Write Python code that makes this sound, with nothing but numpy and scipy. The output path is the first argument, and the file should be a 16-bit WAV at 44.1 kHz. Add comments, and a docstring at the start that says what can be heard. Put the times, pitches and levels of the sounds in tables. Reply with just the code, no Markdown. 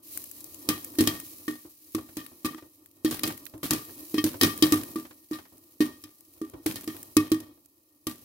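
"""Popcorn kernels burst in a pan under a glass lid, heard from close above the lid by a pair of microphones.
Each burst is a noise crack, a thump and push on struck pan modes, a ring and rattle of the glass and a
noise hiss of steam. Soft flakes land with dull knocks, and hot oil spits short ticks of filtered noise.
Behind them lies a crackling noise sizzle over a low murmur; this background rises in level with each
burst, then sinks."""
import sys
import numpy as np
from scipy import signal
from scipy.fft import rfft, irfft
from scipy.io import wavfile

SR = 44100
rng = np.random.default_rng(int(sys.argv[2]) if len(sys.argv) > 2 else 0)


def store_wav(level_fs):
    """Save 16-bit WAV to argv[1]."""
    pcm = np.round(np.clip(np.atleast_2d(level_fs), -1, 1) * 32767)
    wavfile.write(sys.argv[1], SR, pcm.T.astype(np.int16))


N = 363384   # samples

# Bursting kernels: (time [s], crack level [dB], thump level [dB], glass ring level [dB],
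# ring tilt [dB per octave], steam level [dB], left over right [dB])
POPS = [(0.6885, -4.5, -24, -29, 2.5, -25, 3), (0.9855, -11.5, -17, -33, 5.5, -25.5, 0),
        (1.0071, -6.5, -14.5, -53, 1, -28.5, 0), (1.0735, -4.5, -24, -30, 5, -25.5, 2),
        (1.48, -23, -25.5, -39, -3.5, -36.5, -1), (1.9482, -15.5, -24, -42, -4, -39.5, 2),
        (2.169, -21, -32.5, -39, 1.5, -37, 2), (2.4469, -19, -25, -37, -0.5, -32, 0),
        (2.4621, -19.5, -37, -40.5, -2, -55, -1), (2.5457, -37, -40, -49, -5.5, -57, 1.5),
        (3.0472, -16.5, -17.5, -34, 5.5, -30.5, 3), (3.11, -17, -33, -43, 2, -27, 1.5),
        (3.2339, -9, -32.5, -37, 6.5, -27, 1), (3.2751, -17, -32.5, -46, -6, -37, 0),
        (3.6302, -29, -38, -41.5, 1.5, -26, 0), (3.7076, -4, -25.5, -30.5, 0, -26, 2),
        (3.7335, -10.5, -33, -45.5, -12, -30, 0), (4.142, -26, -22.5, -43, 6, -34.5, 3),
        (4.1807, -18, -22, -35.5, 1, -39, 2.5), (4.2405, -7.5, -18.5, -52, -7, -27.5, 0.5),
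        (4.4114, -5.5, -28, -23, 2.5, -20, 1), (4.4326, -4.5, -16.5, -24.5, 4.5, -21.5, -1),
        (4.6238, -5.5, -13, -28, 10.5, -22, 4), (4.722, -4.5, -14.5, -35, -10.5, -24.5, -1),
        (4.9579, -27, -25.5, -52, -13.5, -37.5, 1), (5.3117, -32.5, -26.5, -50, -12, -45, 0),
        (5.3316, -34, -44, -44.5, 3.5, -40.5, 0), (5.805, -22, -15, -32.5, 4.5, -30, 1),
        (6.0383, -26, -45, -55.5, 6, -50.5, 1), (6.415, -32.5, -27.5, -56.5, -12, -48, 2),
        (6.6603, -17.5, -23, -51, -6, -26.5, 2), (6.7573, -19, -55, -49.5, 5, -37, -1),
        (6.876, -21, -28, -38.5, -1.5, -37.5, -1), (7.1671, -3, -12.5, -29.5, -2, -29.5, 1),
        (7.3172, -13, -14.5, -36, 1.5, -35.5, -2), (7.4024, -27, -46, -89, -6, -60, 0),
        (8.0687, -13.5, -31, -44, -0.5, -34, 0.5)]
# Flakes landing and bumping: (time [s], knock level [dB], bump level [dB])
LANDINGS = [(0.937, -48, -47), (1.65, -47, -46), (1.982, -29.5, -37), (2.088, -38.5, -49),
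            (2.313, -49, -46), (2.581, -34, -66), (2.623, -40, -45), (3.303, -25, -41),
            (3.537, -37.5, -37.5), (3.892, -38, -50.5), (4.341, -29, -35), (5.052, -32.5, -52),
            (5.108, -34.5, -55), (5.386, -30, -47), (5.452, -39.5, -65), (5.522, -52, -50.5),
            (6.536, -37.5, -36.5), (6.638, -57, -63), (6.945, -39, -41), (7.574, -59, -58.5)]
# The clearest spits of oil: (time [s], treble level [dB], middle level [dB], left over right [dB])
SPITS = [(0.174, -15, -26, 7), (0.2403, -25.5, -36, 7), (0.3129, -26, -41, 9), (0.405, -31, -48, 9),
         (0.442, -25, -49, 5), (0.544, -29.5, -41, 12), (0.845, -20, -33, 2), (0.9538, -29.5, -36, 6),
         (1.1996, -20.5, -30, 1), (2.2633, -26, -28.5, 3.5), (2.8592, -35, -41, 4), (3.168, -29, -33, 8),
         (3.1935, -19, -20, 4), (3.3765, -28, -33.5, 5), (3.454, -30.5, -46, -13),
         (3.4651, -26.5, -26.5, -12), (3.5783, -36.5, -44, 3), (4.576, -20.5, -34, 1.5),
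         (4.834, -21.5, -28, 1), (5.58, -39, -53, 3), (6.207, -35.5, -49, 2.5), (6.4977, -34.5, -47, 4),
         (6.7113, -24, -22, 3), (6.8099, -28, -40, 1), (6.8422, -26.5, -33, -1), (6.9657, -26.5, -29.5, 1),
         (7.0292, -23.5, -34.5, -1), (7.302, -32.5, -40, -2), (7.6584, -39, -52.5, -7)]
# Background under the events: (time [s], sizzle level [dB], murmur level [dB])
FRYING = [(0.04, -50.5, -60.5), (0.15, -38.5, -50), (0.3, -46.5, -55.5), (0.9, -45.5, -48.5),
          (1.34, -45, -52.5), (1.75, -53.5, -69.5), (2.2, -51.5, -58.5), (2.96, -61.5, -65),
          (3.3, -48.5, -45.5), (3.6, -56.5, -61.5), (3.9, -44.5, -52), (4.9, -45.5, -47), (5.2, -57, -61),
          (6.0, -57, -69), (6.6, -58, -54.5), (6.98, -47, -52.5), (7.3, -60.5, -68.5), (8.0, -65.5, -69.5),
          (8.24, -53, -58)]

# Air under the lid and pan floor: (frequency [Hz], level [dB], t60 [s])
PAN_MODES = [(225, -27, .15), (243.4, -10.5, 0.25), (257.7, -8.5, .15), (291.1, -13.5, 0.25),
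             (309.7, 5, 0.16), (307, -14, 0.14), (300, -22.5, 0.061), (410, -37, 0.22),
             (408.8, -16.5, 0.17), (548, -19, 0.027)]
# The whole pan on its support: (frequency [Hz], level [dB], t60 [s])
SUPPORT_MODES = [(103.4, 2, 0.21), (152.1, -0.5, 0.17)]
# Glass lid: (frequency [Hz], level [dB], t60 [s])
LID_MODES = [(1152, -2, .18), (1190, 0, .22), (1805, -9, .15), (1860, -1, .2), (2210, -9, .13),
             (2514, -5, .13), (2900, -11, .1), (3140, -5, .12), (3230, -5, .12), (3580, -9, .09),
             (3850, -7, .09), (4000, -7, .09), (4300, -8, .1), (4580, -9, .1), (4950, -10, .09),
             (5230, -9, .09), (5460, -10, .09), (5820, -11, .09)]

# Colour of the splitting hull: (frequency [Hz], relative density [dB per Hz])
CRACK_COLOUR = [(300, -24), (600, -5.5), (1500, -8), (3000, -1.5), (5000, 2), (8000, 1), (12000, 3.5),
                (16000, -1.5)]
# Colour of the escaping steam: (frequency [Hz], relative density [dB per Hz])
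STEAM_COLOUR = [(40, -3), (100, 2), (300, 11), (500, -3), (800, -8), (1500, -8), (2500, -8.5), (4000, -7.5),
                (7000, -11.5), (12000, -6), (16000, -8.5)]
# Colour of the hot oil: (frequency [Hz], relative density [dB per Hz])
SIZZLE_COLOUR = [(760, -37), (1300, -24.5), (2490, -10), (3450, -13), (3960, -6.5), (8080, -6), (12000, 2),
                 (16000, 0)]
# Colour of the low murmur in the pan: (frequency [Hz], relative density [dB per Hz])
MURMUR_COLOUR = [(18, -55), (30, -23.5), (97, -4.5), (191, -20), (312, 3), (412, -16), (630, -15.5),
                 (730, -23), (1010, -21), (1170, -22.5), (1500, -32.5), (1950, -73.5), (3300, -120)]
# Likeness of the noise at the two microphones: (frequency [Hz], correlation [0 to 1])
LIKENESS = [(60, 0.83), (300, 0.97), (600, 0.38), (2000, 0.031), (8000, 0.02)]

# Parts of the crack, against its own level
SNAP_DB, SNAP_T60_S = -7.5, 0.005
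CRACK_BODY_DB, CRACK_BODY_T60_S = -9.5, 0.031
# The low push follows thump and crack together
PUSH_DB, PUSH_FOLLOWS_THUMP = -19.5, 0.4
TILT_PIVOT_HZ = 2100
# The rattle against the glass ring; bright blows shake the lid harder
RATTLE_DB, RATTLE_T60_S, RATTLES_PER_S, RATTLE_TILT_SHARE = -0.5, 0.43, 400.0, 0.36
STEAM_T60_S = 0.31
KNOCK_T60_S, BUMP_T60_S = 0.075, 0.22
# Small spits: the loudest against the sizzle, and the middle against the treble
SMALL_SPITS_PER_S, SMALL_SPIT_DB, SMALL_SPIT_MIDDLE_DB = 9.2, 7, -17
TICK_T60_S = 0.016
# The background rises with each burst, then sinks: the hiss against the steam, the murmur against the thump
HISS_RISE_DB, HISS_RISE_T60_S = -16.5, 0.66
MURMUR_RISE_DB, MURMUR_RISE_T60_S = -21.5, 0.5
TOP_STOP_HZ = 16979

BURST_S, CRACK_DB, THUMP_DB, RING_DB, TILT_DB, STEAM_DB, POP_PAN_DB = np.transpose(POPS)


def pops():
    """Every burst cracks, moves air and pan, shakes the glass and lets off steam."""
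    lid = (lid_ring() + lid_rattle()) * amp([[2.2], [-2.2]])   # stronger at the left microphone
    return crack() + thump() + push() + lid + steam()


def crack():
    """The hull splits: noise with a sharp snap and a longer body."""
    snap = envelope(BURST_S + 0.00022, CRACK_DB + SNAP_DB, SNAP_T60_S, POP_PAN_DB, rise_s=0.0004)
    body = envelope(BURST_S, CRACK_DB + CRACK_BODY_DB, CRACK_BODY_T60_S, POP_PAN_DB, rise_s=0.00094)
    return (snap + body) * stereo_noise(CRACK_COLOUR)


def thump():
    """The burst sets the air under the lid and the pan floor ringing in their low modes."""
    blow = struck(BURST_S - .0003, THUMP_DB, PAN_MODES, spread_db=3, detune=.012, width=.14, rise_s=.002)
    return blow * amp([[-.8], [.8]])   # a little stronger at the right microphone


def push():
    """The burst shoves the whole pan on its support."""
    level_db = PUSH_DB + PUSH_FOLLOWS_THUMP * THUMP_DB + (1 - PUSH_FOLLOWS_THUMP) * CRACK_DB
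    return struck(BURST_S - .0008, level_db, SUPPORT_MODES, spread_db=3, detune=.01, width=.1, rise_s=.0015)


def lid_ring():
    """The blow rings the glass modes, tilted dull or bright about the pivot."""
    octaves = np.log2(np.transpose(LID_MODES)[0] / TILT_PIVOT_HZ).clip(-1, 1)
    mode_levels_db = RING_DB[:, None] + np.outer(TILT_DB, octaves)
    ring = struck(BURST_S, mode_levels_db, LID_MODES, spread_db=3.0, detune=0.0074, width=0.93, rise_s=0.00022)
    return ring * (1 + 0.55 * drift(41))   # a chance wavering in level roughens the ring


def lid_rattle():
    """A dying shower of random knocks feeds the glass modes after each burst."""
    knocks = (rng.random((2, N)) < RATTLES_PER_S / SR) * rng.standard_normal((2, N))
    level_db = RING_DB + RATTLE_DB + RATTLE_TILT_SHARE * TILT_DB
    return through_lid(envelope(BURST_S, level_db, RATTLE_T60_S, 0, rise_s=.003) * knocks)


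def steam():
    """Escaping steam leaves a dying, crackling hiss, set nearer the middle than the crack."""
    fall = envelope(BURST_S, STEAM_DB, STEAM_T60_S, .5 * POP_PAN_DB, rise_s=0.00042)
    return fall * crackle(rate=140, size=.8) * stereo_noise(STEAM_COLOUR)


def landings():
    """Soft flakes land with a short dull knock and a rough low bump, both of decaying noise."""
    s, knock_db, bump_db = np.transpose(LANDINGS)
    dull = filtered(rng.standard_normal((2, N)), 1, [350, 1500], "band")
    knock = envelope(s, knock_db, KNOCK_T60_S, 0, rise_s=0.00081) * dull
    bump = envelope(s, bump_db, BUMP_T60_S, 0, rise_s=0.00049) * stereo_noise(MURMUR_COLOUR)
    return knock + bump


def spits():
    """Droplets burst as short ticks of noise, with more treble or more middle."""
    s, treble_db, middle_db, pan_db = np.vstack([SPITS, small_spits()]).T
    white = rng.standard_normal((2, N))
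    bright = filtered(white, 2, 7000, "high")
    broad = filtered(white, 2, [1300, 7000], "band")
    return (envelope(s, treble_db, TICK_T60_S, pan_db, rise_s=.0005) * bright
            + envelope(s, middle_db, TICK_T60_S, pan_db, rise_s=.0005) * broad)


def small_spits():
    """Small droplets burst at chance moments and places, their level following the sizzle table."""
    when, size, side = rng.random((round(SMALL_SPITS_PER_S * N / SR), 3)).T
    when = when * (N - 1) / SR
    treble_db = np.interp(when, *np.transpose(FRYING)[:2]) + SMALL_SPIT_DB - 10 * size
    return np.transpose([when, treble_db, treble_db + SMALL_SPIT_MIDDLE_DB, 20 * side - 10])


def frying():
    """The oil sizzles above a low murmur from the pan."""
    return sizzle() + murmur()


def sizzle():
    """Hot oil crackles finely in the treble; the background hiss rises with each burst, then sinks."""
    t = np.arange(N) / SR
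    s, level_db, _ = np.transpose(FRYING)
    fade_in = amp(np.interp(t, [.022, .03], [-13, 0]))   # short fade-in at the start
    hiss_rise = envelope(BURST_S, STEAM_DB + HISS_RISE_DB, HISS_RISE_T60_S, 0, rise_s=.05)
    level = np.hypot(amp(np.interp(t, s, level_db)), hiss_rise) * amp(1.2 * drift(20))
    return fade_in * level * crackle(rate=300, size=.3) * stereo_noise(SIZZLE_COLOUR)


def murmur():
    """Low noise coloured by pan and lid resonances; it also rises with each burst, then sinks."""
    t = np.arange(N) / SR
    s, _, level_db = np.transpose(FRYING)
    murmur_rise = envelope(BURST_S, THUMP_DB + MURMUR_RISE_DB, MURMUR_RISE_T60_S, 0, rise_s=.03)
    level = np.hypot(amp(np.interp(t, s, level_db)), murmur_rise) * amp(2.5 * drift(8))
    glass = amp(-24.5) * through_lid(rng.standard_normal((2, N)))
    return level * (stereo_noise(MURMUR_COLOUR) + glass)


def struck(times, levels_db, modes, spread_db, detune, width, rise_s):
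    """Each blow spreads its energy over decaying modes by chance; their pitch varies a little by chance too."""
    hz, mode_db, t60 = np.transpose(modes)[:, :, None]
    out = np.zeros((2, N))
    t = np.arange(round(.85 * t60.max() * SR)) / SR
    luck = rng.standard_normal((len(times), 3, len(modes), 1))
    for s, level_db, (strength, pitch, turn) in zip(times, levels_db, luck):
        gains = amp(mode_db + spread_db * strength)
        gains = gains * np.sqrt(np.sum(amp(mode_db) ** 2) / np.sum(gains ** 2))   # keep the summed power
        falls = amp(np.reshape(level_db, (-1, 1)) - 60 * t / t60)
        decays = gains * falls * (1 - np.exp(-t / rise_s))
        phase = 2 * np.pi * hz * (1 + detune * pitch) * t
        i = round(s * SR)
        for channel, sign in enumerate([1, -1]):   # a mode reaches the two microphones with unlike phase
            blow = np.sum(decays * np.sin(phase + sign * width * turn), axis=0)
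            out[channel, i:i + len(t)] += blow[:N - i]
    return out


def through_lid(noise):
    """Noise keeps the glass modes ringing roughly: one resonator for each mode."""
    out = 0
    for hz, mode_db, t60 in LID_MODES:
        r = amp(-60 / (0.84 * t60 * SR))   # dies a little sooner than the struck glass
        drive = np.sqrt(1 - r * r)
        poles = [1, -2 * r * np.cos(2 * np.pi * hz / SR), r * r]
        out = out + amp(mode_db) * signal.lfilter([drive, 0, -drive], poles, noise)
    return out


def envelope(times, levels_db, t60_s, pans_db, rise_s):
    """Stereo envelope: a quick rise and an exponential fall at every event, summed in power."""
    power = np.zeros((2, N))
    for s, level_db, pan_db in zip(times, levels_db, pans_db + np.zeros(len(times))):
        i = round(s * SR)
        t = np.arange(min(N - i, round(1.5 * t60_s * SR) + 2)) / SR
        shape = (1 - np.exp(-t / rise_s)) * amp(level_db - 60 * t / t60_s)
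        power[:, i:i + len(t)] += (shape * amp([[pan_db / 2], [-pan_db / 2]])) ** 2
    return np.sqrt(power)


def crackle(rate, size):
    """Gain that jumps at random moments and falls back with a time constant of about 2 ms; rms 1."""
    grains = (rng.random(N) < rate / SR) * rng.exponential(size, N)
    gain = 1 + signal.lfilter([1], [1, -.988], grains)
    return gain / np.sqrt(np.mean(gain ** 2))


def drift(rate):
    """Chance wandering with spread 1: noise through two equal low-pass poles at rate [Hz]."""
    r = np.exp(-2 * np.pi * rate / SR)
    slow = signal.lfilter([1], [1, -2 * r, r * r], rng.standard_normal(N + SR))[SR:]
    return slow / slow.std()


def stereo_noise(spectrum):
    """Coloured noise, alike at both microphones in the bass and nearly unrelated in the treble."""
    alike = np.clip(at_hz(LIKENESS, np.fft.rfftfreq(N, 1 / SR) + 1), 0, 1)
    mid, side = rfft(rng.standard_normal((2, N)))
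    pair = np.sqrt((1 + alike) / 2) * mid + np.sqrt((1 - alike) / 2) * side * [[1], [-1]]
    return coloured(irfft(pair, N), spectrum)


def coloured(x, spectrum):
    """Shape the spectrum of unit noise, keeping its rms."""
    gain = amp(at_hz(spectrum, np.fft.rfftfreq(N, 1 / SR) + 1))
    return irfft(rfft(x) * gain / np.sqrt(np.mean(gain ** 2)), N)


def filtered(x, order, edges_hz, kind):
    """Pass a band of the noise through a Butterworth filter."""
    return signal.sosfilt(signal.butter(order, edges_hz, kind, fs=SR, output="sos"), x)


def at_hz(points, hz):
    """Read a table on a log-frequency axis."""
    table_hz, values = np.transpose(points)
    return np.interp(np.log(hz), np.log(table_hz), values)


def amp(db):
    """Turn dB into gain."""
    return 10 ** (np.asarray(db) / 20)


def scene():
    """Everything in and on the pan, from the bursts back to the frying."""
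    return pops() + landings() + spits() + frying()


def record(dry):
    """The lowest bass is weakened, and the top is cut steeply towards 17 kHz."""
    bass_loss = signal.butter(1, 80, "high", fs=SR, output="sos")
    top_loss = signal.cheby1(8, .5, 15700, fs=SR, output="sos")
    steep_cut = signal.cheby2(14, 50, TOP_STOP_HZ, fs=SR, output="sos")
    return signal.sosfilt(np.vstack([bass_loss, top_loss, steep_cut]), dry)


dry = scene()
out = record(dry)
store_wav(out)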